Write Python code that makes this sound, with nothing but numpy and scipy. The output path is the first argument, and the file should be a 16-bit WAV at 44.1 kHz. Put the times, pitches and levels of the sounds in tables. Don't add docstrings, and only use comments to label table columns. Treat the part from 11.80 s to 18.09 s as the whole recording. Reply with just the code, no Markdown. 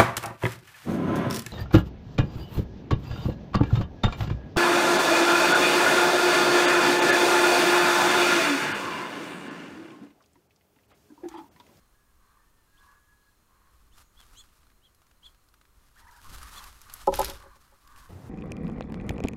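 import sys
import numpy as np
from scipy import signal
from scipy.fft import rfft, irfft, next_fast_len
from scipy.io import wavfile
from scipy.ndimage import uniform_filter1d

SR = 44100
rng = np.random.default_rng(int(sys.argv[2]) if len(sys.argv) > 2 else 0)


def to_wav(sig):
    pcm = np.clip(np.atleast_2d(sig), -1, 1) * 32767
    pcm = np.round(pcm).astype(np.int16)
    wavfile.write(sys.argv[1], SR, pcm.T)


N = 277389
TIME = np.arange(N) / SR


def from_db(db):
    return 10 ** (np.asarray(db) / 20)


def rms_one(x):
    return x / np.sqrt(np.mean(x ** 2) + 1e-20)


def noise():
    return rng.standard_normal(N)


def level(rows):
    s, db = np.transpose(rows)
    return from_db(np.interp(TIME, s, db, left=-140))


def add(out, start, sound):
    at = int(round(start * SR))
    sound, at = sound[max(-at, 0):], max(at, 0)
    out[at:at + len(sound)] += sound[:max(N - at, 0)]


def colour(x, spectrum):
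    hz, db = np.transpose(spectrum)
    size = next_fast_len(len(x))
    f = np.fft.rfftfreq(size, 1 / SR) + 1
    gain = from_db(np.interp(np.log(f), np.log(hz), db))
    return rms_one(irfft(rfft(x, size) * gain, size)[:len(x)])


def drift(rate):
    return rms_one(np.interp(TIME * rate, np.arange(40000), rng.standard_normal(40000)))


def resonate(x, hz, width_hz):
    r = np.exp(-np.pi * width_hz / SR)
    zeros = np.array([1, 0, -1]) * (1 - r * r) / 2
    poles = [1, -2 * r * np.cos(2 * np.pi * hz / SR), r * r]
    return signal.lfilter(zeros, poles, x)


def swell(u, edge):
    return np.sin(np.pi / 2 * np.clip(np.minimum(u, 1 - u) / edge, 0, 1))


def during(start, length):
    at = np.flatnonzero((TIME >= start) & (TIME < start + length))
    return at, (TIME[at] - start) / length


def sweep(hz):
    return 2 * np.pi * np.cumsum(hz) / SR


def grains(per_s, spread_db, smooth):
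    sizes = from_db(spread_db * np.minimum(rng.exponential(1, N), 4)) * rng.choice([-1, 1], N)
    return rms_one(sizes * (rng.random(N) < per_s / SR)) + smooth * noise()


# (f/Hz, level/dB)
HISS_SPECTRUM = [(15, -8), (30, -1.5), (60, -2.5), (137, -10.5), (400, -15.5), (750, -21), (1100, -13.5),
                 (1500, -19), (2200, -24.5), (3500, -26.5), (4200, -31), (5000, -28), (14000, -27.5),
                 (15800, -31.5)]
# (f/Hz, width/Hz, mean level/dB)
WHINES = [(4174, 180, -84), (6660, 360, -86.5), (8980, 200, -90)]
# (f/Hz, level/dB)
BUFFET_SPECTRUM = [(15, 0.5), (26, 1.5), (38, -4.5), (55, 0.5), (70, -6.5), (100, -12.5), (150, -22.5),
                   (260, -23), (500, -39), (1500, -92)]


def air(activity, hiss_db=-67, whine_flicker_db=3, calm_db=-73, gust_db=2.5,
        draught_db=-7.5, draught_power=0.79, smooth_s=0.13, lag_s=0.01):
    hiss = from_db(hiss_db) * colour(noise(), HISS_SPECTRUM)
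    whines = np.zeros(N)
    for hz, width_hz, db in WHINES:
        flicker = from_db(db + whine_flicker_db * drift(6.2))
        whines += flicker * rms_one(resonate(noise(), hz, width_hz))
    push = np.interp(TIME - lag_s, TIME, uniform_filter1d(activity, int(smooth_s * SR)))
    draught = from_db(draught_db) * np.abs(push) ** draught_power
    buffet = np.hypot(from_db(calm_db), draught) * from_db(gust_db * drift(7.3))
    return hiss + whines + buffet * colour(noise(), BUFFET_SPECTRUM)


# (t/s, length/s, main resonance f/Hz, its width/Hz, level/dB before the swell)
SQUAWKS = [(-.1, 0.22, 1140, 260, -74.5), (0.363, 0.33, 1130, 260, -68), (0.972, 0.25, 1115, 224, -62),
           (1.616, 0.45, 1095, 330, -70), (4.187, 0.25, 944, 151, -59.5), (4.441, 0.047, 1110, 149, -52.5),
           (4.555, 0.18, 1180, 397, -53), (4.705, 0.194, 1100, 376, -51.5), (5.039, 0.13, 1160, 400, -57.5),
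           (5.487, 0.31, 1107, 272, -56.5), (5.775, 0.24, 1165, 404, -68.5), (6.02, 0.34, 1130, 238, -57)]
# (multiple of the main f, multiple of its width, level/dB)
THROAT = [(1.001, 1, 8.5), (1.29, 1.5, 3), (1.4, .9, -42)]


def squawks(rasp_hz=95, rasp_depth=0.29, edge=0.39):
    out = np.zeros(N)
    pulses = 1 + rasp_depth * np.sin(sweep(rasp_hz * (1 + 0.23 * drift(60))))
    breath = pulses * noise()
    for start, length, hz, width_hz, db in SQUAWKS:
        at, u = during(start, length)
        voice = 0
        for ratio, wider, gain_db in THROAT:
            once = resonate(breath[at], hz * ratio, width_hz * wider)
            twice = resonate(once, hz * ratio, width_hz * wider)
            voice = voice + from_db(gain_db) * rms_one(twice)
        out[at] += from_db(db) * swell(u, edge) * rms_one(voice)
    return out


# (t/s, length/s, top f/Hz, level/dB before the flutter)
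WHISTLE = [(0.134, 0.2, 1680, -75), (.55, 0.32, 1812, -72), (0.867, 0.748, 1684, -66.5)]


def whistle(sag=0.033, waver=0.0048, flutter_db=4.0, edge=0.44):
    out, jitter, flutter = np.zeros(N), drift(150), from_db(flutter_db * drift(44.9))
    for start, length, hz, db in WHISTLE:
        at, u = during(start, length)
        arch = hz * (1 - sag * (2 * u - 1) ** 2)
        phase = sweep(arch * (1 + waver * jitter[at]))
        out[at] += from_db(db) * swell(u ** 0.77, edge) * flutter[at] * np.sin(phase)
    return out


# (t/s, length/s, top f/Hz of the lower voice, share of the note at which it tops,
# level/dB, upper voice level/dB and overtone level/dB relative to that)
CHIRPS = [(0.968, 0.038, 3500, 0.7, -65.5, -16, -18), (2.11, 0.053, 3600, 0.76, -66, -18, -7),
          (2.356, 0.08, 3410, 0.46, -56.5, -12, -27), (2.545, 0.089, 3410, 0.64, -51, -2.5, -3),
          (3.012, 0.083, 3250, 0.54, -63, -8, -22), (3.422, 0.071, 3440, 0.53, -49.5, -10, -20),
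          (4.747, 0.06, 3500, 0.49, -47.5, -1, -6.5)]


def chirps(rise=0.7, fall=0.46, rough=0.021, wobble=0.012, upper_ratio=1.233, flutter_db=3.5):
    out, sway = np.zeros(N), 1 + wobble * drift(170)
    jitter = (drift(1300), drift(1300))
    flutter = from_db(flutter_db * np.array([drift(300), drift(200)]))
    for start, length, hz, crest, db, upper_db, overtone_db in CHIRPS:
        at, u = during(start, length)
        bend = np.where(u < crest, rise, fall) * (u - crest) ** 2
        arch = hz * sway[at] * (1 - bend)
        low, high = [sweep(arch * (1 + rough * j[at])) for j in jitter]
        high = high * upper_ratio
        push = swell(u ** 1.14, 0.54)
        overtones = np.sin(2 * low) + 0.68 * np.sin(low + high) + 0.5 * np.sin(2 * high)
        overtones += 0.21 * np.sin(3 * low) + 0.2 * np.sin(4 * low)
        lower = flutter[0, at] * np.sin(low)
        upper = from_db(upper_db) * push ** 2 * flutter[1, at] * np.sin(high)
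        out[at] += from_db(db) * push * (lower + upper + from_db(overtone_db) * push * overtones)
    return out


# (peak t/s, length/s, level/dB)
HISS_SWELLS = [(1.063, .26, -69.5), (1.99, 0.27, -71.5), (2.192, 0.073, -57.5), (2.414, 0.15, -63.5),
               (2.568, .13, -62), (2.75, 0.29, -69), (3.478, 0.099, -63.5), (4.54, 0.1, -57.5),
               (5.197, 0.096, -51)]
# (t/s, level/dB before flight_db is added)
FLIGHT = [(3.9, -87), (4.066, -70.5), (4.374, -65.5), (4.514, -55), (4.69, -53), (4.702, -57),
          (4.772, -51.5), (4.942, -60.5), (5.12, -60.5)]
# (t/s, level/dB before settling_db is added)
SETTLING = [(5.64, -66.5), (5.992, -74.5), (6.238, -60), (6.28, -66)]


def rustle_level(flight_db=4.0, settling_db=3, idle_db=-80):
    fleeing = [(s, db + flight_db) for s, db in FLIGHT]
    settling = [(s, db + settling_db) for s, db in SETTLING]
    flight = level(fleeing + settling)
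    swells = sum(from_db(db) * np.exp(-(2 * (TIME - s) / length) ** 2) for s, length, db in HISS_SWELLS)
    return np.sqrt(flight ** 2 + swells ** 2 + from_db(idle_db) ** 2)


# (f/Hz, level/dB)
NEEDLES = [(100, -3), (300, -2), (650, 0), (1200, 11.5), (2200, 1.5), (4200, 2), (7000, -1), (12500, -2),
           (15500, -11.5)]


def rustle(strength, flutter_db=2.5, crackle_db=-5.5):
    soft = grains(per_s=3000, spread_db=3, smooth=1.0) * from_db(flutter_db * drift(60))
    crackle = grains(per_s=260, spread_db=4, smooth=0) * from_db(3 * drift(35))
    return strength * colour(soft + from_db(crackle_db) * crackle, NEEDLES)


def foraging(first_s=2.1, last_s=4.4, faintest_db=-57, tilt_db=-3.5, count=10):
    chances = rng.random((count, 2))
    return [(first_s + (last_s - first_s) * when, faintest_db + 4 * size, tilt_db) for when, size in chances]


# (t/s, peak level/dB, brightness/dB per octave)
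SNAPS = [(2.638, -50, -1), (3.147, -55, 4.5), (3.267, -55, 0), (3.313, -53.5, -2), (3.6865, -53, 2.5),
         (3.74, -47, -1), (3.813, -49, -1.5), (4.63, -36, 1), (4.84, -35, 4), (5.016, -38.5, 4),
         (5.098, -35, -2), (5.757, -48, 0.5), (6.075, -47, 3), (6.162, -45, -1)]
# (t/s, peak level/dB, brightness/dB per octave)
CLAW_TICKS = [(5.1386, -25, 11.5), (5.272, -27.5, 0.5), (5.3402, -20, -1.5), (5.35, -24, 1),
              (5.3562, -23.5, 10), (5.393, -19.5, 11.5), (5.398, -23, -4), (5.416, -21.5, 1.5),
              (5.43, -24, -3), (5.4458, -19, 6.5), (5.455, -22, 1), (5.499, -24.5, 3), (5.625, -44, -1)]
# (f/Hz, level/dB)
CLAWS = [(150, 0), (500, 5.5), (760, -10.5), (1250, 5.5), (1900, -0.5), (4200, -1), (5000, -2.5),
         (7000, -6), (9000, -9), (12500, -7), (15500, -20)]


def ticks(rows, t60, tail_t60=0.073, tail_db=-19, patchy_db=3):
    out, t, hz = np.zeros(N), TIME[:SR // 12], np.geomspace(700, 14300, num=36)
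    fade = from_db(-60 * t / t60) + from_db(tail_db - 60 * t / tail_t60)
    for start, db, tilt_db in rows:
        patches = patchy_db * rng.standard_normal(len(hz))
        spot = tilt_db * np.log2(hz / 4000) + patches + np.interp(hz, *np.transpose(CLAWS))
        spectrum = [(300, -20), *zip(hz, spot), (16000, -20)]
        crack = colour(rng.standard_normal(len(t)), spectrum) * fade
        add(out, start, from_db(db) * crack / np.abs(crack).max())
    return out


# (t/s, length/s, top f/Hz, level/dB)
MEWS = [(4.16, 0.046, 1785, -58.5), (4.208, 0.051, 1920, -63), (4.267, 0.037, 2030, -56.5),
        (4.316, 0.06, 1740, -58.5), (4.382, 0.022, 1650, -56)]


def mews(sag=0.326, rough=0.047, third_db=-11):
    out, jitter = np.zeros(N), drift(1100)
    for start, length, hz, db in MEWS:
        at, u = during(start, length)
        arch = hz * (1 - sag * (2 * u - 1) ** 2)
        phase = sweep(arch * (1 + rough * jitter[at]))
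        third = from_db(third_db) * swell(u, 0.77) * np.sin(3 * phase)
        out[at] += from_db(db) * swell(u, 0.057) * (np.sin(phase) + third)
    return out


# (t/s, level/dB added to every mode, brightness/dB per octave)
KNOCKS = [(5.2727, -7, 2), (5.322, -23, 5.5), (5.387, -15.5, 3), (5.4, -20.5, 11.5), (5.41, -22, 7.5),
          (5.482, -37, -5), (5.503, -35, 2), (5.634, -48, 1), (5.656, -45.5, -4.5), (5.757, -58, -3),
          (5.92, -54, 1.5)]
# (f/Hz, level/dB, t60/s)
BOX = [(174.5, -23.5, 0.2), (240, -22.5, 0.15), (317, -17, 0.13), (383.6, -7, 0.12), (495, -16, 0.12),
       (552, 0.5, 0.088), (585, -7, 0.063), (678, -16, 0.071), (794, -6.5, 0.035), (843, 5, 0.047),
       (945.5, -11.5, 0.091), (988, -3.5, 0.048), (1283, -14, 0.044)]


def knocks(press_s=0.0061, uneven_db=0.7):
    out, t = np.zeros(N), TIME[:SR // 4]
    hz, mode_db, t60 = np.transpose(BOX)[:, :, None]
    loading = 1 - np.exp(-(t / press_s) ** 2)
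    for start, db, tilt_db in KNOCKS:
        strength, lag = rng.standard_normal((2, len(BOX), 1))
        blow_db = db + mode_db + tilt_db * np.log2(hz / 600) + uneven_db * strength
        rings = from_db(blow_db - 60 * t / t60) * np.sin(2 * np.pi * hz * t + 0.69 * lag)
        add(out, start, rings.sum(axis=0) * loading)
    return out


def drag(start_s=5.342, end_s=5.5, hold_db=-41, attack_db_per_s=597, release_db_per_s=197):
    early, late = np.maximum(start_s - TIME, 0), np.maximum(TIME - end_s, 0)
    drop_db = attack_db_per_s * early + release_db_per_s * late
    return from_db(hold_db - np.minimum(drop_db, 100))


def scrabble(grip, slip_db=2.0, catch_db=-3, body_db=-10):
    catches = grains(per_s=330, spread_db=3, smooth=0)
    burst = rng.standard_normal(64) * np.exp(-np.arange(64) / 14)
    catches = rms_one(signal.fftconvolve(catches, burst)[:N])
    slide = grains(per_s=1900, spread_db=4.0, smooth=0.93) * from_db(slip_db * drift(170))
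    force = rms_one(slide + from_db(catch_db) * catches)
    body = np.zeros(N)
    for hz, db, t60 in BOX:
        width_hz = np.log(1000) / (np.pi * t60)
        body += from_db(db / 2) * resonate(force, hz, width_hz)
    return grip * (colour(force, CLAWS) + from_db(body_db) * rms_one(body))


def woods(x, t60=0.14):
    t = TIME[:SR // 2]
    echoes = rng.standard_normal(len(t)) * from_db(-60 * t / t60) * (t > 0.006)
    return signal.fftconvolve(x, echoes / np.linalg.norm(echoes))[:N]


def scene(far_echo_db=-12, near_echo_db=-18, contact_echo_db=-32):
    far = squawks() + whistle()
    near = chirps() + mews()
    strength, grip = rustle_level(), drag()
    snaps = ticks(list(SNAPS) + foraging(), t60=0.025)
    claws = ticks(CLAW_TICKS, t60=0.014) + scrabble(grip)
    contacts = snaps + knocks() + claws
    sent = from_db(far_echo_db) * far + from_db(near_echo_db) * near + from_db(contact_echo_db) * contacts
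    return (air(strength + grip) + far + near + rustle(strength) + contacts + woods(sent))[None]


def record(dry, cutoff_hz=15750):
    return signal.sosfilt(signal.ellip(10, 0.2, 80, cutoff_hz, fs=SR, output="sos"), dry)


dry = scene()
out = record(dry)
to_wav(out)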